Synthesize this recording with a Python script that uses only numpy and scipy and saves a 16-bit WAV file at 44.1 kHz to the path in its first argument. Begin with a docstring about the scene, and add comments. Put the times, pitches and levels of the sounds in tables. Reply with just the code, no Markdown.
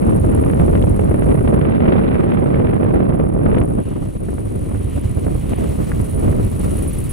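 """Gusty wind buffets the two ports (openings) of a hand-held microphone below a wind turbine.
Large eddies (swirls of air) thump, smaller ones flutter, crackle and slap; halfway through,
the wind eases and changes side. Two bush crickets buzz by scraping their wings, over a soft
rush of air. A few light taps sound close by, and later the turbine blades swish faintly."""
import sys
import numpy as np
from scipy import signal
from scipy.fft import rfft, irfft
from scipy.io import wavfile
from scipy.ndimage import uniform_filter1d

SR = 44100
rng = np.random.default_rng(int(sys.argv[2]) if len(sys.argv) > 2 else 0)


def inscribe(sig):
    """Save sig as 16-bit PCM at rate SR to the path in sys.argv[1].

    A 1-D sig is mono; a 2-D sig holds one channel per row.
    Samples are clipped to [-1, 1] before scaling.
    """
    pcm = np.round(np.clip(np.atleast_2d(sig).T, -1, 1) * 32767)
    wavfile.write(sys.argv[1], SR, pcm.astype(np.int16))


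N = 313992
TIME = np.arange(N) / SR
FREQ = np.maximum(np.fft.rfftfreq(N, 1 / SR), 1)


def undb(db):
    """Turn decibels into a volume factor."""
    return 10 ** (np.asarray(db) / 20)


def over_time(table):
    """One value per sample, on straight lines between a table's rows."""
    return np.interp(TIME, *np.transpose(table))


def over_frequency(table):
    """Each column of a frequency table, filled in between its rows."""
    hz, *columns = np.transpose(table)
    return [np.interp(np.log(FREQ), np.log(hz), c) for c in columns]


def below(hz, order=4):
    """A filter that keeps what lies below hz; a higher order cuts more sharply."""
    return 1 / (1 + (FREQ / hz) ** order)


def wander(hz):
    """A smooth random wobble, about 1 in size, that changes up to hz times a second."""
    x = irfft(rfft(rng.standard_normal(N)) * below(hz), N)
    return x / x.std()


def bursts(hz, depth_db):
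    """A volume factor that jumps about like rough air, within limits."""
    return undb(depth_db * 2 * np.tanh(wander(hz) / 2))


def swell(s, half_s):
    """A bell-shaped rise and fall around time s."""
    return np.exp(-((TIME - s) / half_s) ** 2)


def swells_db(table):
    """A table's brief rises and dips, added into one level curve."""
    return sum(db * swell(s, half_s) for s, db, half_s in table)


def sides(pan_db):
    """Left and right volume factors; positive is louder on the left."""
    return undb(np.outer([1, -1], pan_db) / 2)


def at_level(x, band_hz, db):
    """Scale a sound so that one band of it averages 0 dB, then apply db."""
    inside = (FREQ > band_hz[0]) & (FREQ < band_hz[1])
    return x / irfft(rfft(x.mean(axis=0)) * inside, N).std() * undb(db)


def stereo_noise(colour, likeness):
    """Noise shaped by a frequency table, only partly alike left and right."""
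    mid, side = rfft(rng.standard_normal((2, N)))
    pair = np.sqrt(1 + likeness) * mid + np.sqrt(1 - likeness) * np.array([side, -side])
    return irfft(pair * undb(over_frequency(colour)), N)


def strength(x):
    """How big the swings are at each moment, near 1 on average."""
    power = np.mean(np.abs(signal.hilbert(x)) ** 2, axis=0)
    return np.sqrt(power / power.mean())


def steady(x, seconds):
    """Even out level changes slower than the given time."""
    power = uniform_filter1d(np.mean(x ** 2, axis=0), int(seconds * SR))
    return x / np.sqrt(power)


def capped(x, ceiling):
    """The wind's speed limits how hard an eddy can press."""
    size = uniform_filter1d(strength(x), int(.003 * SR))
    return x / (1 + (size / ceiling) ** 4) ** (1 / 4)


# Tone of the swirling air: (frequency [Hz], relative level [dB])
EDDY_COLOUR = [(12, -32), (20, -9.5), (54, -3), (113, -1.5), (180, -1), (305, -6), (394, -9.5), (655, -19),
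               (864, -27), (1200, -29), (1700, -39), (2000, -39), (2680, -44.5), (5000, -65), (6500, -87),
               (11000, -120)]
# How the ports share an eddy: (frequency [Hz], likeness [0-1], left minus right [dB])
PORT_SHARING = [(30, 0.87, -1), (75, 0.74, -3), (153, 0.81, -4.5), (343, 0.58, 3), (558, 0.82, -0.5),
                (1210, 0.69, -5), (2270, 0.3, 1.5), (4000, 0, 1)]
def eddies(direction, opposed_hz):
    """Pressure by frequency: large eddies press on both ports, small ones push one, pull the other."""
    likeness, pan_db = over_frequency(PORT_SHARING)
    lag = np.exp(-1j * direction * np.pi * (1 - below(opposed_hz, order=2)))
    shared, own = rfft(rng.standard_normal((2, N)))
    left, right = sides(pan_db)
    partly_shared = likeness * lag * shared + np.sqrt(1 - likeness ** 2) * own
    pair = np.array([left * shared, right * partly_shared])
    joint_size = np.sqrt(left ** 2 + right ** 2 + 2 * likeness * lag.real)
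    return pair / joint_size * undb(over_frequency(EDDY_COLOUR))


def turning_flow(turn_at_s=3.674, turn_takes_s=0.39):
    """The wind changes side: eddies from one way fade into eddies from the other."""
    turn = np.clip((TIME - turn_at_s) / turn_takes_s + .5, 0, 1) * np.pi / 2
    before = irfft(eddies(direction=1, opposed_hz=160.5), N)
    after = irfft(eddies(direction=-0.92, opposed_hz=145), N)
    return rfft(np.cos(turn) * before + np.sin(turn) * after)


# In the strongest wind the tiniest eddies rasp: (time [s], boost [dB], half length [s])
RASP_SWELLS = [(2.17, 6, 0.73), (2.4, -0.5, 0.053)]
def crackling(fine_flow, flutter):
    """The smallest eddies break off on the crests of the flutter."""
    lower = below(1500, order=6)
    rasp = irfft(fine_flow * (1 - lower), N) * bursts(140, 2.5) * undb(swells_db(RASP_SWELLS))
    tearing = irfft(fine_flow * lower, N) * bursts(180, 2.5)
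    return steady((tearing + rasp) * strength(flutter) ** 0.82, seconds=0.067)


# Force of the wind: (time [s], level [dB])
WIND_FORCE = [(0, -21), (1.1, -21.5), (1.6, -20), (3.0, -20), (3.3, -22.5), (3.6, -20), (3.85, -28),
              (4.15, -30), (5.1, -31.5), (6.1, -27), (6.75, -28), (7.12, -34)]
# Deep rumble of the large eddies: (time [s], level [dB])
THUMP_LEVEL = [(0, -28.5), (0.1, -20.5), (0.8, -15), (1.4, -19), (1.7, -22.5), (2.9, -23), (3.6, -20),
               (4.0, -23.5), (5.2, -21.5), (5.8, -21.5), (6.3, -18.5), (7.12, -21)]
# Brief gusts: (time [s], boost [dB], half length [s])
GUST_SWELLS = [(0.11, 3, 0.049), (0.271, 2.5, 0.011), (0.613, 3.5, 0.029), (0.757, 4, 0.02),
               (1.31, 3.5, 0.039), (1.53, 3, 0.026), (1.897, 3.5, 0.074), (2.963, 2, 0.0051),
               (3.1, 2.5, 0.011), (3.462, 4, 0.0078), (3.59, 1, 0.028), (3.797, 9, 0.015), (3.92, 4, 0.013),
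               (3.963, 7, 0.007), (4.216, 7.5, 0.011), (4.265, -0.5, 0.0074), (4.332, 1, 0.0069),
               (4.555, 2.5, 0.018), (4.73, 2, 0.044), (4.977, 5.5, 0.036), (5.176, 8.5, 0.0093),
               (5.278, 7, 0.058), (5.356, 3.5, 0.017), (5.522, 7.5, 0.018), (5.589, 7, 0.0069),
               (5.63, 6.5, 0.043), (5.793, 4.5, 0.031), (6.001, 4.5, 0.0067), (6.285, 5.5, 0.074),
               (6.4, 3.5, 0.036), (6.66, 4.5, 0.02), (6.737, 7, 0.0069), (6.848, 3.5, 0.026)]
# Gaps between eddies: (time [s], level change [dB], half length [s])
LULL_DIPS = [(0.21, -5, 0.016), (0.983, -5, 0.0071), (1.168, -1, 0.019), (3.313, -9, 0.0076),
             (3.663, -7, 0.015), (3.842, -13, 0.012), (3.902, -6, 0.0087), (3.947, -11, 0.0077),
             (4.127, -7.5, 0.023), (4.194, -7.5, 0.017), (4.487, -7, 0.0055), (4.9, -2, 0.064),
             (5.003, -9, 0.0099), (5.085, -1.5, 0.01), (5.411, -5, .018), (5.577, -4, 0.012),
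             (5.773, -9, 0.01), (5.85, -6.5, 0.012), (6.065, -5, 0.023), (6.117, -8.5, 0.014),
             (6.5, -2.5, 0.032), (6.57, -2.5, 0.0084), (6.926, -5.5, 0.0071)]
# The wind leans on one port: (time [s], left minus right [dB])
WIND_LEAN = [(0, 1), (.7, 0.5), (1.5, -0.5), (2.8, -2), (3.4, -0.9), (4.2, 2), (5.3, 0), (6.2, 0), (7, 3)]
def wind():
    """Eddies sweep over the ports: large ones thump, medium ones flutter, small ones crackle."""
    flow = turning_flow()
    large, medium = below(115, order=5), below(540, order=6)
    thump = capped(steady(irfft(flow * large, N), seconds=0.16), ceiling=2.8) * bursts(21, 1.94)
    flutter = irfft(flow * (1 - large) * medium, N) * bursts(84, 2.5)
    flutter = capped(steady(flutter, seconds=0.05), ceiling=1.56)
    crackle = crackling(flow * (1 - medium) * below(4950, order=8), flutter)
    # A thud swallows the other large eddies; the flow stalls just before a puff.
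    swallow_db = -6.5 * sum(swell(s, THUD_HALF_S) for s, *_ in THUD_HITS)
    stall_db = -2 * sum(swell(s - .006, .005) for s, *_ in PUFF_HITS)
    gust_db = swells_db(GUST_SWELLS)
    force_db = over_time(WIND_FORCE) + gust_db + stall_db
    # Large eddies feel little of a gust; small ones grow faster than the flutter.
    thump_db = over_time(THUMP_LEVEL) + swallow_db + 0.26 * gust_db - 2
    crackle_db = -40.5 + 1.21 * (force_db + 20.5)
    buffeting = (at_level(thump, (25, 140), thump_db)
                 + at_level(flutter, (170, 600), force_db - 1.04)
                 + at_level(crackle, (750, 1600), crackle_db))
    return buffeting * undb(swells_db(LULL_DIPS)) * bursts(21, 1.04) * sides(over_time(WIND_LEAN))


# Tone of the crickets' buzz at each port, wing ring and echoes together:
# (frequency [Hz], left level [dB], right level [dB])
BUZZ_COLOUR = [(5000, -47, -57), (6900, -34, -34), (7600, -18, -19), (8600, -18, -17), (8700, -4.5, -2.5),
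               (8950, -4, -13), (9260, -2, -8), (9360, -12, 3), (10060, -6, 5.5), (10100, 0, 0.5),
               (10660, 0.5, -14), (11000, -12, -6.5), (11500, -16.5, -5), (11670, -8, -4),
               (12700, -38, -27), (14000, -34, -30), (16000, -31, -32)]
# The three wing strokes of one verse: (time after the first [s], level [dB])
WING_STROKES = [(0, -1), (0.016, -4), (0.032, -24)]
def cricket(verse_hz, start_s, lag_s, stroke_s, tooth_hz, tone_db, scattered, low_ring_hz=8750):
    """Each stroke drags a row of tiny teeth over a scraper and makes the wing ring."""
    period = 1 / verse_hz
    clock = TIME - start_s - lag_s + 0.0003 * wander(8)
    strokes = 0
    for s, db in WING_STROKES:
        since = (clock - s + period / 2) % period - period / 2
        width_s = stroke_s * np.where(since < 0, 0.4, 1.2)  # sharp start, slower fade
        strokes = strokes + undb(db) * np.exp(-(since / width_s) ** 2)
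    rasp = stereo_noise(BUZZ_COLOUR, likeness=0.31)
    # In mid-stroke the teeth strike evenly: the wing sings a nearly pure tone and a lower one.
    phase = 2 * np.pi * np.cumsum(tooth_hz * (1 + 0.007 * wander(30))) / SR
    tone = np.sin(phase + np.array([[0], [1.1]])) * undb(tone_db + 2.6 * wander(30))
    tone += np.sin(phase * low_ring_hz / tooth_hz) * undb(tone_db - 9.5 + 4.3 * wander(6))
    # Sound scattered by grass and tower fills the gaps between strokes.
    return (rasp / rasp.std() * (strokes + scattered) + tone * strokes) * undb(2 * wander(51))


# Loudness of the crickets' song: (time [s], level [dB])
SONG_LEVEL = [(0, -48.5), (0.4, -46), (1.0, -49), (1.35, -45.5), (1.75, -54.5), (2.4, -54.5), (3.0, -56),
              (3.35, -53.5), (3.7, -50), (4.0, -52.5), (4.4, -48.5), (5.98, -48), (6.1, -41), (6.4, -49),
              (6.65, -42), (6.76, -38.5), (7.12, -34)]
# The quick cricket hurries and drags: (time [s], lag behind an even beat [s])
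QUICK_LAG = [(0, 0), (1.3, -.003), (2.9, -.001), (3.6, -.006), (4.2, -.004), (5.0, .005), (5.4, .006),
             (5.55, .002), (6.5, .01), (7, -.001)]
# Which cricket is heard more: (time [s], share of the slow one [0-1])
SLOW_SHARE = [(0, 0), (.7, 0), (1.2, 0.1), (1.6, 0.5), (2.8, 0.04), (3.55, 0.03), (3.8, 0.3), (4.3, 0.3),
              (4.6, 0.6), (5, 0.17), (6.1, 0.08), (6.55, 0.1), (6.75, 0.6), (6.9, 1)]
def crickets():
    """A quick and a slow cricket sing together; the slow one gets raspier when the song is loud."""
    song_db, share = over_time(SONG_LEVEL), over_time(SLOW_SHARE)
    quick = cricket(verse_hz=20.03, start_s=.2975, lag_s=over_time(QUICK_LAG), stroke_s=0.0056,
                    tooth_hz=9730, tone_db=2.5, scattered=0.41)
    tone_loss_db = .7 * np.maximum(song_db + 47, 0)
    slow = cricket(verse_hz=18.53, start_s=4.289, lag_s=0, stroke_s=0.0078,
                   tooth_hz=9600, tone_db=1.5 - tone_loss_db, scattered=0.091)
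    duet = np.sqrt(1 - share) * quick + np.sqrt(share) * slow
    return at_level(duet, (8500, 11500), song_db) * sides(-.6)


# Tone of the rushing air: (frequency [Hz], relative level [dB])
RUSH_COLOUR = [(200, 3), (850, 19), (1220, 18.5), (1550, 12.5), (2000, 16.5), (2750, 15), (3700, 9.5),
               (4300, 9), (5000, 3.5), (5800, 6.5), (6500, 5.5), (7400, 8.5), (8000, 12.5), (13000, 4.5),
               (16000, -3.5)]
# Its loudness: (time [s], level [dB])
RUSH_LEVEL = [(0, -66.5), (0.6, -64.5), (1.5, -69), (1.7, -79), (2.4, -72.5), (3.3, -78.5), (3.85, -67.5),
              (4.8, -63), (5.7, -59), (6.4, -59), (7.12, -57.5)]
def air_rush(echo_s=0.001):
    """Air rushes through grass and rotor; a nearby surface adds a quick echo to the treble."""
    air = stereo_noise(RUSH_COLOUR, likeness=0.57)
    echo = 0.17 * (1 - below(4500)) * np.exp(-2j * np.pi * FREQ * echo_s)
    air = irfft(rfft(air) * (1 + echo), N)
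    return at_level(air * undb(1.67 * wander(29)), (4800, 7000), over_time(RUSH_LEVEL))


def field():
    """Crickets plus air; the top treble, above 12.5 kHz, is dulled while the rush is quiet."""
    both = crickets() + air_rush()
    body = irfft(rfft(both) * below(12500, order=24), N)
    treble_db = over_time(RUSH_LEVEL) + 62
    return body + (both - body) * undb(treble_db)


THUD_HALF_S = 0.0085
# Single large eddies: (time [s], level [dB], pitch [Hz])
THUD_HITS = [(0.076, -9, 81.6), (0.147, -10, 112), (0.221, -4.5, 85), (0.264, -6, 84), (0.339, -5.5, 98),
             (0.398, -13, 85), (0.544, -10.5, 101), (0.622, -15, 79), (0.666, -8, 71), (0.735, -9.0, 73),
             (0.916, -4, 84), (1.024, -17, 79), (1.108, -10, 80), (1.256, -8.5, 75.5), (1.308, -5, 80),
             (1.403, -10.5, 101), (1.465, -9, 76), (1.544, -10, 92), (1.623, -10.5, 112),
             (1.826, -11.0, 94.5), (2.283, -14, 96), (2.515, -12.0, 109), (2.605, -9, 102),
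             (2.864, -9, 115), (3.415, -10, 112), (3.518, -10, 93), (3.616, -8.5, 72), (4.46, -13.5, 91),
             (4.59, -15, 73), (4.744, -10, 89), (4.853, -8.5, 91), (4.961, -9, 87), (5.058, -6.5, 89),
             (5.174, -8.5, 73), (5.276, -11.0, 73.4), (5.355, -7.5, 62.6), (5.671, -14.0, 84),
             (6.021, -8.5, 87.5), (6.186, -10, 68), (6.242, -14, 78), (6.306, -7, 86), (6.444, -8.5, 97),
             (6.783, -13, 78), (6.879, -12, 84)]
def thuds():
    """The largest eddies give one or two slow swings of pressure on both ports together."""
    out = 0
    for s, db, hz in THUD_HITS:
        swing = np.cos(2 * np.pi * hz * (TIME - s) + rng.uniform(0, 2 * np.pi))
        out = out + undb(db - 2) * swell(s, THUD_HALF_S) * swing
    return out * sides(-5)


# Sharp puffs of air: (time [s], crack level [dB], slap level [dB], left minus right [dB])
PUFF_HITS = [(0.2442, -34.5, -19, 0), (0.4378, -29, -22, 3), (0.4985, -29, -20.5, -1.5),
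             (0.5332, -29, -24, -2), (0.596, -27.5, -19, -0.5), (0.6809, -31, -20, -8),
             (0.7522, -26, -16, 0), (0.839, -34, -19, -10), (0.9929, -30, -18.5, -3.0),
             (1.1134, -32, -15.5, 4), (1.1419, -30.5, -16.5, 4), (1.2208, -29, -20.5, -4),
             (1.262, -39, -19, -3), (1.346, -40, -16.5, -1), (1.476, -26.5, -16, -2.5),
             (1.5272, -35, -14, -4), (1.612, -27.5, -25, 0), (1.6516, -28, -20, -5), (1.8036, -28, -20, 1),
             (1.8544, -29, -20.5, 2), (1.8754, -38, -16, -1), (1.922, -25.5, -17, 1),
             (1.9541, -32, -18, -5), (2.1161, -29, -23, -2.5), (2.153, -28.5, -20, 1),
             (2.2335, -31.5, -27, 8), (2.3186, -27, -15, -1.0), (2.3714, -29, -25, -3.5),
             (2.5663, -35, -20, 1), (2.599, -30.5, -16, 1), (2.6695, -29, -30, -5), (2.7322, -30, -22, 8),
             (2.831, -29, -16, -5), (2.848, -32, -18, -1), (2.9394, -35, -16, -2),
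             (3.0032, -32.5, -18, -3.5), (3.1224, -35, -19, 0.0), (3.1979, -31, -16.5, 3),
             (3.3644, -39, -17, 0.5), (3.4622, -29, -24, 0), (3.515, -29.5, -34, -0.5),
             (3.5452, -27.5, -27, -4), (3.5695, -30, -18, 2.5), (3.5814, -26, -28, -1.0),
             (3.6144, -28, -34, -1), (4.287, -37.5, -29, -11), (4.3816, -34.5, -29, 0),
             (4.7461, -36.5, -30, -9), (5.2655, -36, -20.5, -7), (5.533, -28.5, -32, 0),
             (6.327, -33, -29, -7)]
def puffs(crest_s=.002, half_s=.0042, opposed=1.27):
    """Hard eddies give a dry crack over a duller slap, mostly pushing one port and pulling the other."""
    out = np.zeros((2, N))
    t = np.arange(-1024, 1024) / SR
    hz = np.fft.rfftfreq(len(t), 1 / SR)
    bell = np.exp(-(t / half_s) ** 2)
    slap_shape = hz ** 2 / (1 + (hz / 440) ** 6.3)
    for s, crack_db, slap_db, pan_db in PUFF_HITS:
        top_hz = 3540 * 2 ** ((crack_db + 25) / 16)  # harder puffs tear higher
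        crack_shape = hz ** 2 / (1 + (hz / 950) ** 3) / (1 + (hz / top_hz) ** 7)
        noise = rfft(rng.standard_normal((2, len(t))) * bell)
        burst = np.exp(1j * np.angle(noise))  # all frequencies equally strong, so it has no pitch
        puff = 0
        for shape, db in (crack_shape, crack_db - 5.5), (slap_shape, slap_db):
            part = irfft(burst * shape) * np.sqrt(bell)
            puff = puff + part / part.std(axis=1, keepdims=True) * bell.std() * undb(db)
        mid, side = puff
        start = int((s + crest_s) * SR) - len(t) // 2
        out[:, start:start + len(t)] += (mid + opposed * np.array([side, -side])) * sides(pan_db)
    return out


# Small clicks close by: (time [s], level [dB], pitch [Hz])
TAP_HITS = [(0.8252, -24, 3220), (2.0795, -32, 3600), (5.9176, -17, 1630), (5.9217, -24, 1610)]
def taps(rise_s=0.00032, right_lag_s=0.0001):
    """Light taps near the microphone ring for a few cycles."""
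    out = 0
    for s, db, hz in TAP_HITS:
        age = np.maximum(TIME - s - np.array([[0], [right_lag_s]]), 0)
        rise_and_fade = age / rise_s * np.exp(1 - age / rise_s)
        out = out + undb(db) * rise_and_fade * np.sin(2 * np.pi * hz * age)
    return out * sides(2)


# Tone of a blade's hiss: (frequency [Hz], relative level [dB])
BLADE_COLOUR = [(700, -22), (1000, 9), (1250, -8), (1600, -1), (2100, 1), (2900, 2), (3800, -7),
                (6000, -35), (12000, -50)]
# Its swishes: (time [s], level [dB], half length [s])
BLADE_SWISHES = [(3.89, -53, 0.14), (4.967, -51, 0.24), (5.576, -47.5, 0.15)]
def blades():
    """Air tears off a turbine blade high above: a soft hiss that swells and fades."""
    hiss = stereo_noise(BLADE_COLOUR, likeness=0.77)
    return hiss / hiss.std() * sum(undb(db) * swell(s, half_s) for s, db, half_s in BLADE_SWISHES)


def scene():
    """Wind on the microphone, in front of the open field and the turbine."""
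    return wind() + thuds() + puffs() + taps() + field() + blades()


def record(dry, top_hz=15850):
    """The recorder rounds off the highest peaks and cuts the top treble."""
    rounded = dry / (1 + dry ** 8) ** (1 / 8)
    return signal.sosfilt(signal.ellip(10, .1, 80, top_hz, fs=SR, output="sos"), rounded)


dry = scene()
out = record(dry)
inscribe(out)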